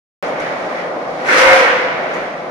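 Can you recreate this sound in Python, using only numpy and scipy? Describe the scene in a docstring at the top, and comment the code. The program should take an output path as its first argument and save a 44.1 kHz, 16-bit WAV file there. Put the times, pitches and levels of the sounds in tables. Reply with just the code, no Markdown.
"""A skateboard slides sideways in a long concrete underpass: four wheels scrape, judder and briefly
squeal, then grip again, with a few knocks under the rider's weight. Before and after, the wheels drone
and hiss over floor grit and the trucks tick now and then, above a low murmur of distant noise.
Two microphones 13 cm apart stand far enough off that nearly everything arrives as reverberation;
the slide just overloads them."""
import sys
import numpy as np
from scipy import signal
from scipy.fft import rfft, irfft
from scipy.io import wavfile

SR = 44100
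rng = np.random.default_rng(int(sys.argv[2]) if len(sys.argv) > 2 else 0)


def put_to_file(sound):
    """Save the sound as 16-bit audio at rate SR, in the file named by the first command-line argument."""
    columns = np.atleast_2d(sound).T  # one column per channel
    safe = np.clip(columns, -1, 1)
    whole_steps = np.round(safe * 32767)
    wavfile.write(sys.argv[1], SR, whole_steps.astype(np.int16))


N = 110250

GROWL_HZ, HISS_HZ, TREBLE_HZ = 400, 1370, 3300  # band edges: growl below, hiss and treble above
CHATTER_HZ, CHATTER_DB = 35.3, 2  # judder of the sliding wheels: speed and level spread


def undb(db):
    """Decibels to gain."""
    return 10 ** (np.asarray(db) / 20)


def unit(x):
    """Scale to an rms of 1."""
    return x / np.sqrt(np.mean(x ** 2) + 1e-18)


def clock():
    """Time of each sample in seconds."""
    return np.arange(N) / SR


def freqs():
    """Frequency of each spectral bin in Hz."""
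    return np.maximum(np.arange(N // 2 + 1) * SR / N, 1)


def on_log(points):
    """Spread (Hz, value) points over the bins, along a log-frequency axis."""
    hz, values = np.array(points, float).T
    return np.interp(np.log(freqs()), np.log(np.maximum(hz, 1)), values)


def below(hz):
    """Gain of a smooth low-pass."""
    return 1 / (1 + (freqs() / hz) ** 6)


def bell(hz, octaves):
    """Gain of a bell-shaped band around hz."""
    return np.exp(-.5 * (np.log2(freqs() / hz) / octaves) ** 2)


def shape(x, gain):
    """Filter by a gain for each frequency."""
    return irfft(rfft(x) * gain, N)


def walk(hz):
    """Smooth random wander with a spread of 1."""
    return unit(shape(rng.standard_normal(N), np.exp(-(freqs() / hz) ** 2)))


def grains(per_s, spread_db):
    """Dense tiny impacts of uneven size."""
    hits = rng.random(N) < per_s / SR
    return unit(hits * rng.standard_normal(N) * undb(spread_db * walk(per_s)))


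def burst(start, ring_s, gain, attack_s=.003):
    """A short rattle that dies away in the given colour."""
    age = np.maximum(clock() - start, 0)
    envelope = (1 - np.exp(-(age / attack_s) ** 2)) * np.exp(-age / ring_s)
    return unit(shape(rng.standard_normal(N), gain)) * envelope


def at_mics(pair, spacing_m=.13, left_leads_s=47e-6):
    """Two unrelated signals become a diffuse field at a spaced pair: alike only in the bass."""
    alike = np.sinc(2 * freqs() * spacing_m / 343)
    delay = np.exp(-2j * np.pi * freqs() * left_leads_s)
    right = shape(pair[0], alike * delay) + shape(pair[1], np.sqrt(1 - alike ** 2))
    return np.array([pair[0], right])


def underpass(direct_db=-15, early_db=-1.5, early_s=.017):
    """Response from far off: weak direct sound, a cluster of wall echoes, a long tail that darkens."""
    # Decay between the concrete walls. Each row: frequency in Hz, reverberation time in seconds.
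    decay_times = [(100, 1.9), (500, 1.88), (1000, 1.36), (2000, 1.48), (4000, 1.6), (8000, 0.78),
                   (14000, 0.49)]
    t, noise, tail = clock(), rng.standard_normal((2, N)), 0
    for hz, t60 in decay_times:
        band = on_log([(f, f == hz) for f, _ in decay_times])
        tail = tail + shape(noise, band) * unit(undb(-60 * t / t60))
    early = unit(rng.standard_normal((2, N)) * np.exp(-t / early_s))
    arrival = SR // 1000
    echoes = np.roll(tail + undb(early_db) * early, arrival, axis=1)
    response = at_mics(echoes) / np.sqrt(N)
    response[:, arrival] += undb(direct_db)
    return unit(response) / np.sqrt(N)


def in_underpass(x):
    """Carry a sound down the underpass to the microphones; each spot has its own echoes."""
    return signal.fftconvolve(x[None], underpass(), axes=1)[:, :N]


def murmur(level_db=-44):
    """Distant noise hums low and steadily all around the microphones."""
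    diffuse = at_mics(rng.standard_normal((2, N)))
    return undb(level_db) * unit(shape(diffuse, bell(hz=168.5, octaves=.24)))


def truck_ticks():
    """The trucks tick lightly as the board rolls, some ticks brighter than others."""
    # Each row: start in seconds, level in dB, ring time in seconds, tilt in dB per octave.
    ticks = [(.278, -38, .008, 2), (.396, -26, 0.0076, -2.5), (2.135, -36, 0.012, 5)]
    # Spectrum of a tick. Each row: frequency in Hz, level in dB.
    colour = [(500, -14), (2300, -2.5), (4000, -8), (6600, 1.5), (8000, -13), (10500, -12), (14500, -38)]
    octaves = np.log2(freqs() / 4000)
    return sum(undb(db) * burst(start, ring_s, undb(on_log(colour) + tilt * octaves))
               for start, db, ring_s, tilt in ticks)


def board_gain(colour):
    """A broad colour with the resonances of wheels and deck on top."""
    # Each row: resonance in Hz, width in Hz, lift in dB.
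    modes = [(732, 54, 2), (1515, 23, 3), (1924, 116, 3), (2203, 190, 4)]
    peaks_db = sum(db / (1 + (2 * (freqs() - hz) / width) ** 2) for hz, width, db in modes)
    return undb(on_log(colour) + peaks_db)


def rolling_wheels(turns_per_s=32, throb_db=-.5, grit_db=-2.5):
    """Floor grit shakes the turning wheels: a hollow drone and a hiss, smeared by the echoes."""
    # Spectrum of wheels and deck on the floor. Each row: frequency in Hz, spectral level in dB.
    colour = [(25, -57), (45, -19.5), (75, -37), (110, -24.5), (155, -17), (260, -8.5), (440, -7), (510, 1),
              (730, -2.5), (900, -8), (1200, -7.5), (1700, -11.5), (2200, -14), (2650, -20.5),
              (4000, -27.5), (6000, -32.5), (7600, -43.5), (10500, -47), (12500, -58), (15000, -86)]
    # Course of the roll. Each row: time in seconds, then drone level, hiss level and treble lift in dB.
    course = [(.23, -22, -31, 2.5), (.36, -23.5, -32.5, -2.5), (.43, -24, -28, -3),
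              (.56, -24.5, -31.5, -1.5), (.68, -24, -34.5, 1.5), (.8, -25.5, -29, -3.5),
              (.94, -23.5, -38, 1), (1.06, -24.5, -37, 1.5), (1.17, -25, -37.5, 3.5),
              (1.851, -24.5, -28.5, -7), (2.02, -23.5, -31, -4.5), (2.17, -23.5, -28, -4.5),
              (2.28, -27, -32.5, -3), (2.38, -28.5, -36, -1.5), (2.49, -26, -38.5, 0.5)]
    t, f = clock(), freqs()
    turns = np.cumsum(turns_per_s * (1 + .04 * walk(hz=2))) / SR
    bumps = grains(per_s=2000, spread_db=2) * undb(throb_db * np.sin(2 * np.pi * turns))
    wash = at_mics(rng.standard_normal((2, N)))  # echoes blurred into plain noise
    grit = undb(grit_db) * shape(bumps, rfft(underpass()))
    roll = shape(wash + grit, board_gain(colour))
    when, *levels = np.array(course).T
    drone_db, hiss_db, lift_db = (np.interp(t, when, db) for db in levels)
    mono = roll.mean(0)  # each band is scaled by the strength of its core
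    drone = shape(roll, below(HISS_HZ)) / np.std(shape(mono, (f > 300) & (f < 900)))
    hiss = shape(roll, 1 - below(HISS_HZ)) / np.std(shape(mono, (f > 1400) & (f < 7000)))
    hiss = hiss + shape(hiss, 1 - below(TREBLE_HZ)) * (undb(lift_db) - 1)
    return drone * undb(drone_db + .5) + hiss * undb(hiss_db - .5)


def deck_knocks():
    """Wheels and deck knock as the board swings round and takes the rider's weight."""
    # Each row: start in seconds, level in dB, centre in Hz, ring time in seconds.
    knocks = [(1.282, -2, 1800, 0.02), (1.354, -15, 245, 0.0067), (1.44, -33.5, 45, 0.022)]
    return sum(undb(db) * burst(start, ring_s, bell(hz, octaves=.27)) for start, db, hz, ring_s in knocks)


def wheel_squeals(edge_s=.004, jitter_hz=132.4):
    """Single wheels lock into unsteady stick-slip for a moment: nearly pure, wavering tones."""
    # Each row: start and length in seconds, pitch in Hz, level in dB, jitter as a share of the pitch.
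    squeals = [(1.328, .27, 524.6, -18, 0.0336), (1.385, .27, 494, -20, 0.019),
               (1.428, .11, 2160, -18, 0.02522), (1.493, 0.074, 726, -17.5, 0.009),
               (1.521, 0.085, 987, -16.5, 0.0083)]
    t, tones = clock(), 0
    for start, length, hz, db, jitter in squeals:
        phase = 2 * np.pi * np.cumsum(hz * (1 + jitter * walk(jitter_hz))) / SR
        gate = np.clip(np.minimum(t - start, start + length - t) / edge_s, 0, 1)
        chatter = undb(CHATTER_DB * walk(CHATTER_HZ))
        tones = tones + undb(db) * gate * unit(np.sin(phase) * chatter)
    return tones


def wheel_scrape(trim_db=-3):
    """One pair of wheels dragged sideways: chattering slips that growl as they bite, rasp and sizzle."""
    # Spectrum of wheels slipping on concrete. Each row: frequency in Hz, spectral level in dB.
    colour = [(100, -53), (200, -20), (420, -11.5), (520, -3.5), (640, -9), (850, -5.5), (1400, -1),
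              (2200, -4.5), (2650, -10), (4000, -18.5), (5800, -20.5), (7600, -30.5), (10500, -33.5),
              (13000, -47.5), (15000, -56)]
    # Sideways friction. Each row: time in seconds, then gains of growl, rasp and sizzle in dB.
    friction = [(1.188, -42, -31, -34), (1.235, -6, -22.5, -27), (1.28, -0.5, -14, -11.5),
                (1.32, 0.5, -9.5, -11.5), (1.38, 0, -8.5, -3.5), (1.45, -35, -6.5, -12),
                (1.51, -34, -6, -11.5), (1.565, -22, -13.5, -9), (1.62, -22, -10, -14.5),
                (1.7, -42, -14.5, -46), (1.801, -7, -29, -55)]
    when, *levels = np.array(friction).T
    slips = unit(shape(grains(per_s=3000, spread_db=4.5), board_gain(colour)))
    bands = below(GROWL_HZ), below(TREBLE_HZ) - below(GROWL_HZ), 1 - below(TREBLE_HZ)
    scrape = 0
    for band, db in zip(bands, levels):
        envelope = undb(np.interp(clock(), when, db, left=-np.inf, right=-np.inf))
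        scrape = scrape + shape(slips, band) * envelope
    return scrape * undb(trim_db + CHATTER_DB * walk(CHATTER_HZ))


def scene():
    """The rolling board and the slide of both axles, heard from down the underpass."""
    slide = sum(in_underpass(wheel_scrape()) for axle in range(2))
    ticks, squeals = truck_ticks(), wheel_squeals()
    roll = rolling_wheels()
    echoing = in_underpass(squeals + deck_knocks() + ticks)
    straight = undb(-5.5) * ticks + undb(-6.5) * squeals  # direct path on top of the echoes
    return murmur() + roll + echoing + straight + slide


def record(dry, start_s=.226, top_hz=15000):
    """The right microphone is duller; the sound cuts in, the highest peaks clip and the top is cut."""
    # Balance of the pair. Each row: frequency in Hz, left minus right in dB.
    balance = [(200, -1), (700, 1.5), (2200, -1.5), (3500, -0.5), (5500, 1), (6500, 5.5), (7600, 17),
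               (12000, 14.5)]
    ratio = undb(on_log(balance))
    right_gain = np.sqrt(2 / (1 + ratio ** 2))  # keeps the summed power
    heard = shape(dry, np.array([ratio * right_gain, right_gain]))
    clipped = np.clip(heard * (clock() >= start_s), -1, 1)
    return signal.sosfilt(signal.ellip(8, .2, 70, top_hz, fs=SR, output="sos"), clipped)


dry = scene()
out = record(dry)
put_to_file(out)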